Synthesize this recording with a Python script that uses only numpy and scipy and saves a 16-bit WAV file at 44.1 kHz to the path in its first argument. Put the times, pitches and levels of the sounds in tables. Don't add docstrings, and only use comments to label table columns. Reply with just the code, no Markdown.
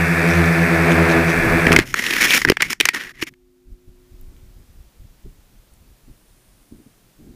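import sys
import numpy as np
from scipy import signal
from scipy.fft import rfft, irfft, next_fast_len
from scipy.io import wavfile

SR = 44100
rng = np.random.default_rng(int(sys.argv[2]) if len(sys.argv) > 2 else 0)


def pcm_store(signal):
    levels = np.round(np.clip(np.atleast_2d(signal), -1, 1) * 32767)
    wavfile.write(sys.argv[1], SR, levels.astype(np.int16).T)


N = 324135
STALL_S, AT_REST_S = 1.745, 3.33

# time_s, then turns_per_s for each of the four rotors
ROTOR_SPEEDS = [(.2, 82.1, 88.2, 86.1, 85), (.5, 83, 86.9, 85.2, 84.6), (.72, 82.2, 87.5, 85.9, 83.6),
                (1.05, 81.3, 86.8, 85.6, 82.6), (1.65, 80.9, 86.6, 85, 83.2)]
# blade_tone_db, once_per_turn_db, overtones_db, motor_whine_db
ROTOR_BALANCE = [(-2, -9.5, -1, -30), (-7, -13.5, -4.5, -33), (-13, -19.5, -3, -40.5),
                 (-15, -20, 0.5, -47.5)]
# multiple_of_turning_rate, relative_db
ROTOR_OVERTONES = [(3, -10.5), (4, -6.5), (7, -15), (8, -12), (10, -19.5), (19, -20), (28, -23.5),
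                   (34, -34), (60, -42)]
# time_s, gain_db, extra_overtone_gain_db
FLIGHT_GAINS = [(0, -18.5, -7), (.15, -19.5, -9.5), (.25, -19, -4), (.42, -15.5, -7.5), (.65, -17.5, -7.5),
                (.82, -18, -3.5), (1.1, -18, -2), (1.4, -23, -2), (1.72, -19.5, -2.5)]
# frequency_hz, relative_db
RUSH_SPECTRUM = [(60, -20.5), (200, -14.5), (450, -2.5), (900, -9), (1550, 6), (1900, 3.5), (2350, 6.5),
                 (2650, -1), (3050, -29.5), (4600, -15), (7400, -22), (10000, -20), (15500, -25)]
# pitch_hz, level_db
WHISTLE = (8032, -50)
# middle_s, level_db, half_length_s
ROUGH_SPELLS = [(0.335, -39.5, 0.057), (0.465, -41, .025), (0.917, -30.5, 0.0098), (1.115, -30, 0.019),
                (1.302, -37, 0.023)]
# time_s, level_db
AIRFLOW = [(0, -64), (.62, -56), (.78, -44.5), (1.33, -38.5), (1.45, -31), (1.8, -29.5), (1.87, -46),
           (2.5, -46), (3.1, -57)]
# peak_s, level_db, decay_db_per_s
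LOW_SURGES = [(3.69, -37.5, 143), (3.89, -41.5, 130), (4.119, -42, 7), (5.26, -35, 106), (6.085, -39, 301),
              (6.72, -57, 34.5), (7.279, -47, 101.5)]
# frequency_hz, relative_db
BUFFET_SPECTRUM = [(12, -11.5), (30, 7), (110, -12.5), (500, -52), (1500, -75.5)]
CHURN_SPECTRUM = [(60, -10.5), (130, 7.5), (300, -3.5), (500, -21), (1200, -35.5)]
# time_s, level_db
HISS_LEVELS = [(0, -79), (3.4, -68.5), (3.75, -64), (4.2, -57.5), (7.3, -57)]
# frequency_hz, relative_db
HISS_SPECTRUM = [(59, -28), (100, 1.5), (297, -6), (983, -15.5), (9460, -21.5), (15000, -20.5)]
# start_s, ring_peak_db, ring_hz, crack_relative_db, crack_hz
BRANCH_BLOWS = [(1.6673, -3, 2250, -26, 3500), (1.682, -12, 1800, -20, 4200),
                (1.719, -1.5, 2000, -15, 5500), (1.7275, -4.5, 2400, -4, 5800),
                (1.736, -4, 1400, -20, 5500), (1.7623, 9.5, 2150, -18, 3870),
                (1.788, 1.5, 2000, -11.5, 6000), (1.798, -5.5, 2100, -22, 3500),
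                (1.9412, -2.5, 1850, -9, 6740), (2.1351, -10.5, 2600, -1.5, 4020),
                (2.3772, -5, 1850, -9, 4800), (2.4168, -8, 2000, -8, 5600), (2.4488, 4.5, 1700, -16, 3800),
                (2.4864, -3, 1800, -16, 3500), (2.4985, 0.5, 2200, -1, 3960),
                (2.5182, -5.5, 1950, -16, 3500), (2.569, -6, 2100, -18, 5000),
                (2.6207, -3, 2200, -3.5, 5900), (2.6266, -5, 2050, -10, 5600),
                (2.7292, -10, 1900, 0.5, 5700), (2.801, -4.5, 2250, 1, 3240), (2.8085, 0.5, 2200, -1, 3250),
                (2.8538, -2, 1900, -1, 4830), (2.8874, 1.5, 2200, -5.5, 4600),
                (2.946, -9, 1800, -5.5, 5500), (3.224, -8, 2350, -10, 6200)]
# pitch_hz, width_hz, gain_db
SHELL_MODES = [(1510, 710, 3), (1970, 520, 14), (3214, 1500, -10), (4080, 360, -8), (5668, 560, -13),
               (6940, 170, -18.5)]
THUD_MODES = [(230, 120, -2), (380, 170, -2), (920, 340, -6)]
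# frequency_hz, relative_db
GRIT_SPECTRUM = [(1500, -12), (3100, 5), (4100, -4.5), (4800, -2), (5400, 6.5), (6100, 0.5), (6900, 2),
                 (7800, -8), (9500, -2.5), (15500, -6.5)]
# start_s, peak_db, pitch_hz, t60_s
JOLTS = [(1.671, -1, 290, 0.019), (1.7088, -1.5, 360, 0.022), (1.7465, -7, 190, 0.031),
         (1.7883, 1, 344, 0.027), (2.5008, 6, 386, 0.02), (2.5216, -2, 364, 0.01),
         (3.227, -15.5, 326, 0.04)]
# start_s, peak_db, pitch_hz
TICKS = [(1.7335, -19, 9000), (2.0648, -7, 2800), (2.1085, -7.5, 3040), (2.3061, -2, 2730),
         (2.3375, -11, 4400), (2.363, -7.5, 3300), (3.338, -42, 1990), (4.212, -38, 12900),
         (4.365, -44, 2200), (5.738, -47, 9340)]
# start_s, length_s, gain_db, growth_db, grit_relative_db, hollow_hz
SLIDES = [(1.771, 0.067, -26, -4, -17, 1980), (1.858, 0.13, -39.5, -5.5, -1.5, 2100),
          (1.956, 0.32, -25, 7, -8, 1876), (2.21, 0.049, -15, -1, -4, 2160),
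          (2.282, 0.046, -19, 4, -6.5, 2350), (2.334, 0.046, -14, 0, -3, 2310),
          (2.366, 0.097, -22.5, -22.5, -1, 1910), (2.474, 0.0078, -22.5, 4, -23, 1860),
          (2.606, 0.007, -15.5, -4, -27, 1580), (2.633, 0.096, -29, -10, -10, 2210),
          (2.701, 0.0248, -27.5, 0.5, -1, 2250), (2.803, 0.077, -37.5, 9, -15, 2060),
          (2.938, 0.18, -26, -16, -10.5, 1790), (3.138, 0.068, -56, 14.5, -10, 1960),
          (3.216, 0.022, -29.5, -2, -1.5, 2300), (3.269, 0.021, -35, -4, -6.5, 2200)]
# start_s, level_db, length_s
THUMPS = [(2.452, -24, 0.022), (2.473, -28.5, 0.018), (4.311, -50, 0.032), (5.248, -41, 0.019),
          (6.076, -47.5, 0.035), (6.711, -41, 0.031), (6.782, -45, 0.023), (6.858, -43.5, 0.013),
          (7.184, -45, 0.062), (7.246, -44, 0.069)]
# frequency_hz, relative_db
SNOW_SPECTRUM = [(60, -2), (300, 2), (400, -4), (550, -23.5), (1000, -34), (3000, -60)]
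# pitch_hz, gain_db
FRAME_MODES = [(258, -61), (361, -56.5)]
# time_s, gain_db
RING_ENVELOPE = [(2.5, -61), (2.9, -4.5), (4.1, -1), (4.6, -12), (6, -37)]
# start_s, peak_db, pitch_hz, t60_s
PINGS = [(2.626, -19, 2144, .11), (2.887, -22, 1863, .12)]

TIME = np.arange(N) / SR


def from_db(db):
    return 10 ** (np.asarray(db) / 20)


def unit_rms(x):
    return x / np.sqrt(np.mean(x ** 2) + 1e-20)


def unit_peak(x):
    return x / (np.abs(x).max() + 1e-12)


def since(start_s):
    return np.maximum(TIME - start_s, 0)


def curves(rows):
    times, *columns = np.transpose(rows)
    return [np.interp(TIME, times, column) for column in columns]


def gain_at(spectrum, frequency):
    points, db = np.transpose(spectrum)
    return from_db(np.interp(np.log(frequency + 1e-9), np.log(points), db))


def colour(x, spectrum):
    size = next_fast_len(N)
    hz = np.arange(size // 2 + 1) * SR / size
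    shaped = irfft(rfft(x, size) * gain_at(spectrum, hz), size)
    return unit_rms(shaped[:len(x)])


def drift(rate_hz):
    step, settle = 20, 2000
    pole = np.exp(-2 * np.pi * rate_hz * step / SR)
    noise = rng.standard_normal(N // step + settle + 2)
    slow = signal.lfilter([1], [1, -2 * pole, pole ** 2], noise)[settle:]
    return np.interp(np.arange(N) / step, np.arange(len(slow)), unit_rms(slow))


def resonate(x, modes):
    out = 0
    for k, (hz, width_hz, db) in enumerate(modes):
        r = np.exp(-np.pi * width_hz / SR)
        band = signal.lfilter([1, 0, -1], [1, -2 * r * np.cos(2 * np.pi * hz / SR), r * r], x)
        out = out + (-1) ** k * from_db(db) * (1 - r * r) / 2 * band
    return out


def grains(per_s, spread_db):
    sizes = from_db(spread_db * np.minimum(rng.exponential(1, N), 4))
    signs = rng.choice([-1, 1], N)
    return sizes * signs * (rng.random(N) < per_s / SR)


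def rotor_wave(orders, gains, turns, size=2048):
    spectrum = np.zeros(size // 2 + 1, complex)
    spectrum[orders] = gains * np.exp(2j * np.pi * rng.random(len(orders)))
    one_turn = irfft(spectrum) * size / np.sqrt(2)
    return np.interp(turns % 1 * size, np.arange(size), one_turn, period=size)


def rotors(trim=0.0015, slowing_per_s=1.2, stall_db_per_s=228.5, flex=0.003305, chop=0.24, rush_db=-21.5):
    run_down = np.exp(-slowing_per_s * since(STALL_S))
    speeds = [speed * (1 + trim * drift(6)) * run_down for speed in curves(ROTOR_SPEEDS)]
    flight_db, overtone_db = curves(FLIGHT_GAINS)
    orders = np.arange(3, 61)
    tones, whines, passes = 0, 0, 0
    for speed, (blade_db, turn_db, rasp_db, whine_db) in zip(speeds, ROTOR_BALANCE):
        turns = np.cumsum(speed) / SR + rng.random()
        flexed_turns = turns + np.cumsum(speed * flex * drift(40)) / SR
        rasp = rotor_wave(orders, gain_at(ROTOR_OVERTONES, orders), flexed_turns)
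        tones += rotor_wave([1, 2], from_db([turn_db, blade_db]), turns)
        tones += rasp * from_db(rasp_db + overtone_db + 2.5 * drift(12))
        whines += motor_whine(turns, whine_db)
        passes += from_db(rasp_db) * (np.cos(2 * np.pi * turns) + np.cos(4 * np.pi * turns)) / 2
    chopping = unit_rms(np.exp(chop * passes))
    rush = from_db(rush_db) * colour(rng.standard_normal(N), RUSH_SPECTRUM) * chopping
    flight = from_db(flight_db) * tones + rush + whines + controller_whistle()
    flight += blade_slap(turns)
    return flight * from_db(-stall_db_per_s * since(STALL_S))


def motor_whine(turns, level_db, octave_db=-20, waver_db=2.2):
    phase = 2 * np.pi * 21 * turns
    whine = np.sin(phase) + from_db(octave_db) * np.sin(2 * phase)
    return np.sqrt(2) * whine * from_db(level_db + waver_db * drift(13))


def controller_whistle(wander_hz=6):
    pitch_hz, level_db = WHISTLE
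    phase = 2 * np.pi * np.cumsum(pitch_hz + wander_hz * drift(30)) / SR
    return np.sqrt(2) * from_db(level_db) * np.sin(phase)


def blade_slap(turns, sharpness=4.5, uneven_db=3, steady_db=-44):
    spells = sum(from_db(db) * np.exp(-((TIME - middle_s) / half_s) ** 2)
                 for middle_s, db, half_s in ROUGH_SPELLS)
    pulses = np.exp(sharpness * np.cos(4 * np.pi * turns))
    slaps = unit_rms(pulses * from_db(uneven_db * drift(90)))
    rasp = unit_rms(resonate(rng.standard_normal(N), SHELL_MODES[2:]))
    return (from_db(steady_db) + spells) * slaps * rasp


def wind_and_rumble(rise_s=0.018, calm_db=-60.5, flutter_db=5.5):
    rumble = from_db(calm_db)
    for peak_s, db, decay_db_per_s in LOW_SURGES:
        rise = np.exp(-(np.maximum(peak_s - TIME, 0) / rise_s) ** 2)
        rumble = np.maximum(rumble, rise * from_db(db - decay_db_per_s * since(peak_s)))
    flow = from_db(curves(AIRFLOW)[0]) * (TIME < AT_REST_S)
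    churn = (from_db(1) * flow + from_db(-17) * rumble) * colour(rng.standard_normal(N), CHURN_SPECTRUM)
    buffet = np.maximum(from_db(-1.5) * flow, rumble) * colour(rng.standard_normal(N), BUFFET_SPECTRUM)
    return from_db(flutter_db * drift(11)) * (buffet + churn)


def hiss():
    return from_db(curves(HISS_LEVELS)[0]) * colour(rng.standard_normal(N), HISS_SPECTRUM)


def knocks(attack_s=0.00036, contact_s=0.0033, rattle_db=-27, rattle_t60_s=0.12, thud_db=-14, size=6000):
    out, t = np.zeros(N), TIME[:size]
    rattle = from_db(rattle_db - 60 * t / rattle_t60_s)
    force = (1 - np.exp(-t / attack_s)) * (np.exp(-(t / contact_s) ** 2) + rattle)
    for start_s, peak_db, ring_hz, crack_db, crack_hz in BRANCH_BLOWS:
        slips, spray_noise, snap_noise = rng.standard_normal((3, size))
        modes = [(hz, width, db + 0.5 * rng.standard_normal()) for hz, width, db in SHELL_MODES]
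        shift = ring_hz / SHELL_MODES[1][0]
        modes[:2] = [(hz * shift, width, db) for hz, width, db in modes[:2]]
        ring = unit_peak(resonate(slips * force, modes))
        thud = from_db(thud_db) * unit_peak(resonate(slips * force, THUD_MODES))
        snap = unit_rms(resonate(snap_noise, [(crack_hz, 1500, 0)]))
        spray = from_db(-4) * colour(spray_noise, GRIT_SPECTRUM)
        crack = from_db(crack_db) * unit_peak((snap + spray) * force)
        start = int(start_s * SR)
        out[start:start + size] += from_db(peak_db) * (ring + thud + crack)
    return out


def jolts_and_pings(size=9000):
    out, t = np.zeros(N), TIME[:size]
    for start_s, peak_db, hz, t60_s in JOLTS + PINGS:
        start = int(start_s * SR)
        out[start:start + size] += from_db(peak_db - 60 * t / t60_s) * np.sin(2 * np.pi * hz * t)
    return out


def ticks(width_hz=750, slip_s=0.002, size=900):
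    out = np.zeros(N)
    for start_s, peak_db, hz in TICKS:
        slip = rng.standard_normal(size) * np.exp(-TIME[:size] / slip_s)
        start = int(start_s * SR)
        out[start:start + size] += from_db(peak_db) * unit_peak(resonate(slip, [(hz, width_hz, 0)]))
    return out


def slide_gain(start_s, length_s, db, growth_db, attack_s=0.0026, release_s=0.0022):
    progress = np.minimum(since(start_s) / length_s, 1)
    fade = np.maximum(start_s - TIME, 0) / attack_s + since(start_s + length_s) / release_s
    return from_db(db + growth_db * progress) * np.exp(-np.minimum(fade, 40))


def scrape(grains_per_s=8000, spread_db=3.5, clump_db=2.24, wander_db=3, hollow_width_hz=230):
    clumps = from_db(clump_db * drift(120))
    rub = grains(grains_per_s, spread_db) * clumps
    ringing = 0
    for mode in SHELL_MODES:
        drive = grains(grains_per_s, spread_db) * clumps
        ringing += resonate(drive, [mode]) * from_db(wander_db * drift(35))
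    shell_band = signal.butter(2, [1100, 6000], "band", fs=SR, output="sos")
    shell = from_db(-3) * unit_rms(signal.sosfilt(shell_band, ringing))
    body = from_db(-12) * unit_rms(resonate(rub, THUD_MODES[:2]))
    shell_gain, grit_gain, hollow = 0, 0, 0
    for start_s, length_s, db, growth_db, grit_db, hollow_hz in SLIDES:
        gain = slide_gain(start_s, length_s, db, growth_db)
        shell_gain = np.maximum(shell_gain, gain)
        grit_gain = np.maximum(grit_gain, gain * from_db(grit_db))
        hollow += gain * unit_rms(resonate(rub, [(hollow_hz, hollow_width_hz, 0)]))
    return shell_gain * (shell + body) + from_db(-2.5) * hollow + grit_gain * colour(rub, GRIT_SPECTRUM)


def snow_thumps():
    push = 0
    for start_s, db, length_s in THUMPS:
        age = since(start_s) / (length_s / 2)
        push += from_db(db) * age * np.exp(1 - age)
    return push * colour(grains(per_s=900, spread_db=1), SNOW_SPECTRUM)


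def frame_ring():
    hum = sum(np.sqrt(2) * from_db(db) * np.sin(2 * np.pi * hz * TIME) for hz, db in FRAME_MODES)
    return from_db(curves(RING_ENVELOPE)[0]) * hum


def treble_swell(level_db=-67, middle_s=6.52, half_s=0.57, centre_hz=9410, width_hz=830):
    envelope = from_db(level_db) * np.exp(-((TIME - middle_s) / half_s) ** 2)
    return envelope * unit_rms(resonate(rng.standard_normal(N), [(centre_hz, width_hz, 0)]))


def scene():
    crash = knocks() + jolts_and_pings() + scrape() + frame_ring()
    outdoors = wind_and_rumble() + hiss() + snow_thumps() + ticks() + treble_swell()
    return (rotors() + crash + outdoors)[None]


def record(dry):
    low_pass = signal.ellip(10, 0.1, 70, 15300, fs=SR, output="sos")
    return signal.sosfilt(low_pass, np.clip(dry, -1, 1))


dry = scene()
out = record(dry)
pcm_store(out)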